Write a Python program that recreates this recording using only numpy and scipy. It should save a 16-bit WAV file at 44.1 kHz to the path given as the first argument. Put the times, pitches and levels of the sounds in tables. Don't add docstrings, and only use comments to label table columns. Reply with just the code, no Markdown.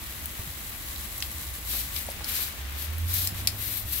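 import sys
import numpy as np
from scipy import signal
from scipy.fft import rfft, irfft
from scipy.io import wavfile

SR = 44100
rng = np.random.default_rng(int(sys.argv[2]) if len(sys.argv) > 2 else 0)


def master(y):
    cut = np.clip(np.atleast_2d(y).T, -1, 1)
    pcm = np.round(cut * 32767)
    wavfile.write(sys.argv[1], SR, pcm.astype(np.int16))


N = 176400
T = np.arange(N) / SR
PER_HZ = np.sqrt(SR / 2)


def brush():
    # start/s, length/s, level/dB, extra hiss/dB, left minus right/dB
    strokes = [(1.63, 0.26, -2, 4.5, -2.5), (1.903, 0.16, -3.5, 2.5, 1), (2.219, .32, 1, 4, -3),
               (2.728, 0.18, -7, 2.5, 0), (3.041, .29, 1, 6.5, -4), (3.327, 0.12, -7, -2, 0),
               (3.54, 0.24, -4.5, 5, 1), (3.685, 0.17, -5, 6.5, -0.5), (3.848, 0.22, -2.5, 5.5, 0.5)]
    # f/Hz, left/dB per Hz, right/dB per Hz
    bristle_tone = [(700, -83.5, -95.5), (1390, -81.5, -81.5), (2230, -70.5, -86), (3930, -70.5, -71.0),
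                    (6300, -80.5, -74), (7500, -75.5, -75), (8900, -70, -81), (10300, -74.5, -83.5),
                    (11430, -63.5, -76.5), (12600, -65, -84), (14200, -67.5, -82), (15400, -70.5, -78.0)]
    body_power, hiss_power = np.zeros((2, N)), np.zeros((2, N))
    for start, length, db, hiss_db, pan_db in strokes:
        progress = np.clip((T - start) / length, 0, 1)
        speed = np.abs(np.sin(np.pi * progress)) ** 1.52
        body_power += (speed * from_db(db) * pan(pan_db)) ** 2
        hiss_power += (speed * from_db(db + hiss_db) * pan(pan_db)) ** 2
    contacts = grains(per_s=14000, spread_db=1.5)
    block = from_db(-83.5) * PER_HZ * resonate(contacts, hz=3950, width_hz=540)
    flicks = colour(contacts, bristle_tone) + block
    hiss = signal.sosfiltfilt(signal.butter(2, 10000, "high", fs=SR, output="sos"), flicks)
    scrub = (flicks - hiss) * np.sqrt(body_power) + hiss * np.sqrt(hiss_power)
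    return scrub * waver(rate_hz=30, spread_db=1.25)


def jets():
    # f/Hz, left/dB per Hz, right/dB per Hz
    spray_tone = [(610, -97.5, -94), (1100, -87.5, -89), (1900, -78, -85.5), (2310, -82.5, -89),
                  (3860, -80, -79.5), (4960, -88.0, -82), (6600, -83, -81.5), (7630, -79.5, -80.5),
                  (9300, -82, -85.5), (11440, -73.0, -80.5), (12800, -77, -79.5), (15200, -75.5, -79.5)]
    # t/s, level/dB
    spray_level = [(0, -3), (.7, -2), (1.25, 0), (1.65, -1), (2.05, -1), (2.17, -6.5), (2.55, -5),
                   (2.66, -11.5), (3.0, -6.5), (3.5, -5), (4, -4)]
    # f/Hz, width/Hz, level/dB per Hz
    pane_notes = [(1142, 100, -78), (2000, 320, -80), (3980, 180, -82.5), (7970, 380, -83),
                  (11300, 600, -81)]
    drops_per_s, spread_db = 9000, 3
    spray_db, = in_time(spray_level)
    impacts = grains(drops_per_s, spread_db) * PER_HZ
    pane = sum(from_db(db) * resonate(impacts, hz, width_hz) for hz, width_hz, db in pane_notes)
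    patter = colour(grains(drops_per_s, spread_db), spray_tone)
    return (patter + pane * pan(db=4)) * from_db(spray_db) * waver(rate_hz=21, spread_db=0.97)


def runoff():
    # f/Hz, left/dB per Hz, right/dB per Hz
    splash_tone = [(200, -100, -100), (600, -93.5, -86), (1100, -84.5, -83), (1600, -79, -84),
                   (2540, -79, -83), (3480, -82, -83), (5200, -90.5, -86.5), (8000, -91, -90.5),
                   (15000, -85, -104)]
    # t/s, level/dB
    flow_level = [(0, 0.5), (1.5, -3), (2.0, -0.5), (2.35, 6.5), (2.55, 2), (2.72, 3.5), (3.0, 0.5),
                  (3.3, 2), (4, -2.5)]
    flow_db, = in_time(flow_level)
    return colour(grains(per_s=3500, spread_db=2), splash_tone) * from_db(flow_db)


def knocks():
    # t/s, level/dB, centre of the strongest notes/Hz, their spread/octaves, left minus right/dB
    hits = [(.9595, -27, 4000, .8, -3), (1.2238, -10.5, 2930, 0.55, 1.5), (1.963, -15, 2200, 0.84, 2),
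            (2.2435, -20.5, 7000, .9, 3), (3.2728, -12, 8570, 0.72, 2), (3.4724, -7, 7500, 2.25, 2)]
    # f/Hz, width/Hz, level/dB
    clamp_notes = [(2410, 500, -2.5), (3570, 680, -0.5), (4350, 320, 2.5), (4680, 250, 4), (5224, 270, 4),
                   (7500, 500, 0), (9600, 550, -3.5), (12400, 500, 4), (14530, 800, -6)]
    crack_s, rebound_delay_s, crack_db, ring_db = 0.0011, 0.003, -8.5, 5.5
    out, length = np.zeros((2, N)), SR // 10
    for s, db, centre_hz, octaves, pan_db in hits:
        crack = burst(length, crack_s)
        rattle = from_db(-15.5) * burst(length, decay_s=0.0087)
        rebound = from_db(-6.5) * np.roll(burst(length, crack_s), int(rebound_delay_s * SR), axis=1)
        contact = crack + rattle + rebound
        knock = from_db(crack_db) * contact
        for k, (hz, width_hz, note_db) in enumerate(clamp_notes):
            weight = np.exp(-.5 * (np.log2(hz / centre_hz) / octaves) ** 2)
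            knock += (-1) ** k * weight * from_db(ring_db + note_db) * resonate(contact, hz, width_hz)
        add(out, s, knock * from_db(db) * pan(pan_db))
    return signal.sosfilt(signal.butter(2, 1700, "high", fs=SR, output="sos"), out)


def ticks():
    # t/s, level/dB, f/Hz, time to fade by 60 dB/s, left minus right/dB
    pings = [(0.257, -14.5, 14500, .0012, 3), (.258, -20, 9800, 0.0018, -2), (0.696, -23, 15000, .002, -1),
             (1.18, -21, 12000, .002, 6), (1.204, -21.5, 6700, 0.0017, -5),
             (1.3145, -24, 11100, 0.0027, 11), (1.538, -26, 9600, .003, 4), (2.0655, -25, 9250, .005, 10),
             (2.1015, -28, 9000, .005, 7), (2.112, -30, 5800, .002, -5), (2.118, -22, 12000, .001, 2),
             (2.725, -26, 13100, .002, 5), (2.9319, -29, 13300, .003, 7), (2.983, -26.5, 12500, .003, 14),
             (3.14, -13.5, 13500, .003, 14), (3.412, -26, 13000, .002, 11)]
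    out, length = np.zeros((2, N)), SR // 20
    for s, db, hz, fade_s, pan_db in pings:
        spatter = from_db(-15) * burst(length, decay_s=.003)
        ping = ring(click(0)[:length] + spatter, hz, fade_s)
        add(out, s, ping / np.abs(ping).max() * from_db(db) * pan(pan_db))
    return out


def plop():
    # f/Hz, level/dB, time to fade by 60 dB/s
    notes = [(565, 1, 0.022), (700, 3, 0.012), (885, -3.5, 0.017)]
    drop = from_db(-25.5) * click(s=2.0862)
    return sum((-1) ** k * from_db(db) * ring(drop, hz, fade_s) for k, (hz, db, fade_s) in enumerate(notes))


def bumps():
    # t/s, level/dB, top of the sound's range/Hz, decay time/s
    nudges = [(.385, -46, 1300, 0.023), (1.586, -45.5, 1600, 0.0052), (1.733, -41, 1200, .008),
              (1.747, -43, 1500, 0.0073), (2.208, -39, 1100, 0.0094), (2.389, -42.5, 1000, 0.009)]
    out = np.zeros((2, N))
    for s, db, edge_hz, decay_s in nudges:
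        band = signal.butter(2, [200, edge_hz], "band", fs=SR, output="sos")
        scuff = signal.sosfilt(band, burst(SR // 5, decay_s)[:1])
        add(out, s, scuff * PER_HZ / np.sqrt(edge_hz) * from_db(db))
    return out


def thumps():
    # t/s, level/dB, f/Hz
    jolts = [(.394, -25.5, 92.5), (.472, -34, 139.2), (.897, -30, 58), (1.779, -29, 45), (3.32, -32.5, 173),
             (3.853, -26, 69.9)]
    return sum(from_db(db) * ring(click(s), hz, fade_s=0.092) for s, db, hz in jolts)


def engine():
    # t/s, firing rate/Hz, level/dB
    run = [(1.35, 76.1, -60), (1.5, 65.9, -43), (1.62, 57.8, -44), (1.8, 60.1, -40), (1.95, 58.1, -49.5),
           (2.5, 62, -58), (2.65, 68.1, -40.5), (2.8, 72.54, -39.5), (2.94, 79.8, -32), (3.06, 85, -28),
           (3.2, 90.45, -35.5), (3.33, 94.7, -38), (3.6, 101.5, -42.5), (4, 104.6, -48.5)]
    hz, db = in_time(run)
    hum = np.sqrt(2) * np.sin(2 * np.pi * np.cumsum(hz) / SR)
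    return hum * from_db(db) * waver(rate_hz=6.4, spread_db=1) * pan(db=-3)


def rumble():
    # f/Hz, left/dB per Hz, right/dB per Hz
    rumble_tone = [(20, -81, -77), (40.7, -72.5, -62), (69, -56.5, -56.5), (85, -63.5, -64.5),
                   (109, -72, -66.5), (164, -76, -74), (219, -75, -72.5), (277, -78.5, -79),
                   (296, -76.5, -74), (416, -85, -85), (699, -82.5, -83), (1100, -88.5, -88),
                   (1980, -92, -91.5), (5000, -110, -110)]
    # t/s, level/dB
    rumble_level = [(0, -1), (1.2, -0.5), (1.6, -0.5), (2.1, 0.5), (2.5, -0.5), (3.0, 0), (3.4, 3),
                    (4, -1.5)]
    db, = in_time(rumble_level)
    shared = 0.86
    air = np.sqrt(shared) * rng.standard_normal(N) + np.sqrt(1 - shared) * rng.standard_normal((2, N))
    return colour(air, rumble_tone) * from_db(db)


def wall(x):
    length, fade_s, delay_s, echo_db = SR // 4, 0.16, 0.004, -8.5
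    echo = burst(length, fade_s / np.log(1000)) * (T[:length] > delay_s)
    echo = unit_power(echo) / np.sqrt(length)
    return x + from_db(echo_db) * signal.fftconvolve(x, echo, axes=1)[:, :N]


def from_db(db):
    return 10 ** (np.asarray(db) / 20)


def unit_power(x):
    return x / np.sqrt(np.mean(x ** 2) + 1e-20)


def in_time(rows):
    s, *columns = np.transpose(rows)
    return [np.interp(T, s, column) for column in columns]


def pan(db):
    return from_db(np.array([[db], [-db]]) / 2)


def waver(rate_hz, spread_db):
    step, warm_up = 40, 2000
    r = np.exp(-2 * np.pi * rate_hz * step / SR)
    noise = rng.standard_normal(N // step + warm_up + 2)
    slow = unit_power(signal.lfilter([1], [1, -2 * r, r * r], noise)[warm_up:])
    return from_db(spread_db * np.interp(np.arange(N) / step, np.arange(len(slow)), slow))


def colour(x, tone):
    hz, *sides = np.transpose(tone)
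    log_f = np.log(np.fft.rfftfreq(N, 1 / SR) + 1)
    gains = from_db([np.interp(log_f, np.log(hz), side) for side in sides])
    return irfft(rfft(x) * gains, N) * PER_HZ


def grains(per_s, spread_db):
    sizes = from_db(spread_db * np.minimum(rng.exponential(1, (2, N)), 6))
    signs = rng.choice([-1, 1], (2, N))
    lands = rng.random((2, N)) < per_s / SR
    return unit_power(sizes * signs * lands)


def resonate(x, hz, width_hz):
    r, w = np.exp(-np.pi * width_hz / SR), 2 * np.pi * hz / SR
    return signal.lfilter(np.array([1, 0, -1]) * (1 - r * r) / 2, [1, -2 * r * np.cos(w), r * r], x)


def ring(x, hz, fade_s):
    r, w = from_db(-60 / (fade_s * SR)), 2 * np.pi * hz / SR
    return signal.lfilter([0, np.sin(w)], [1, -2 * r * np.cos(w), r * r], x + 1e-18)


def click(s):
    return (np.arange(N) == int(s * SR)) * 1.


def burst(length, decay_s):
    return rng.standard_normal((2, length)) * np.exp(-T[:length] / decay_s)


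def add(out, s, x):
    i = int(s * SR)
    out[:, i:i + x.shape[-1]] += x[:, :N - i]


def scene():
    washing = brush() + jets() + runoff()
    lows = rumble() + engine() + thumps()
    return washing + lows + wall(knocks() + ticks() + plop() + bumps())


def record(dry):
    cutoff_hz = 15720
    return signal.sosfilt(signal.ellip(12, .1, 80, cutoff_hz, fs=SR, output="sos"), dry)


dry = scene()
out = record(dry)
master(out)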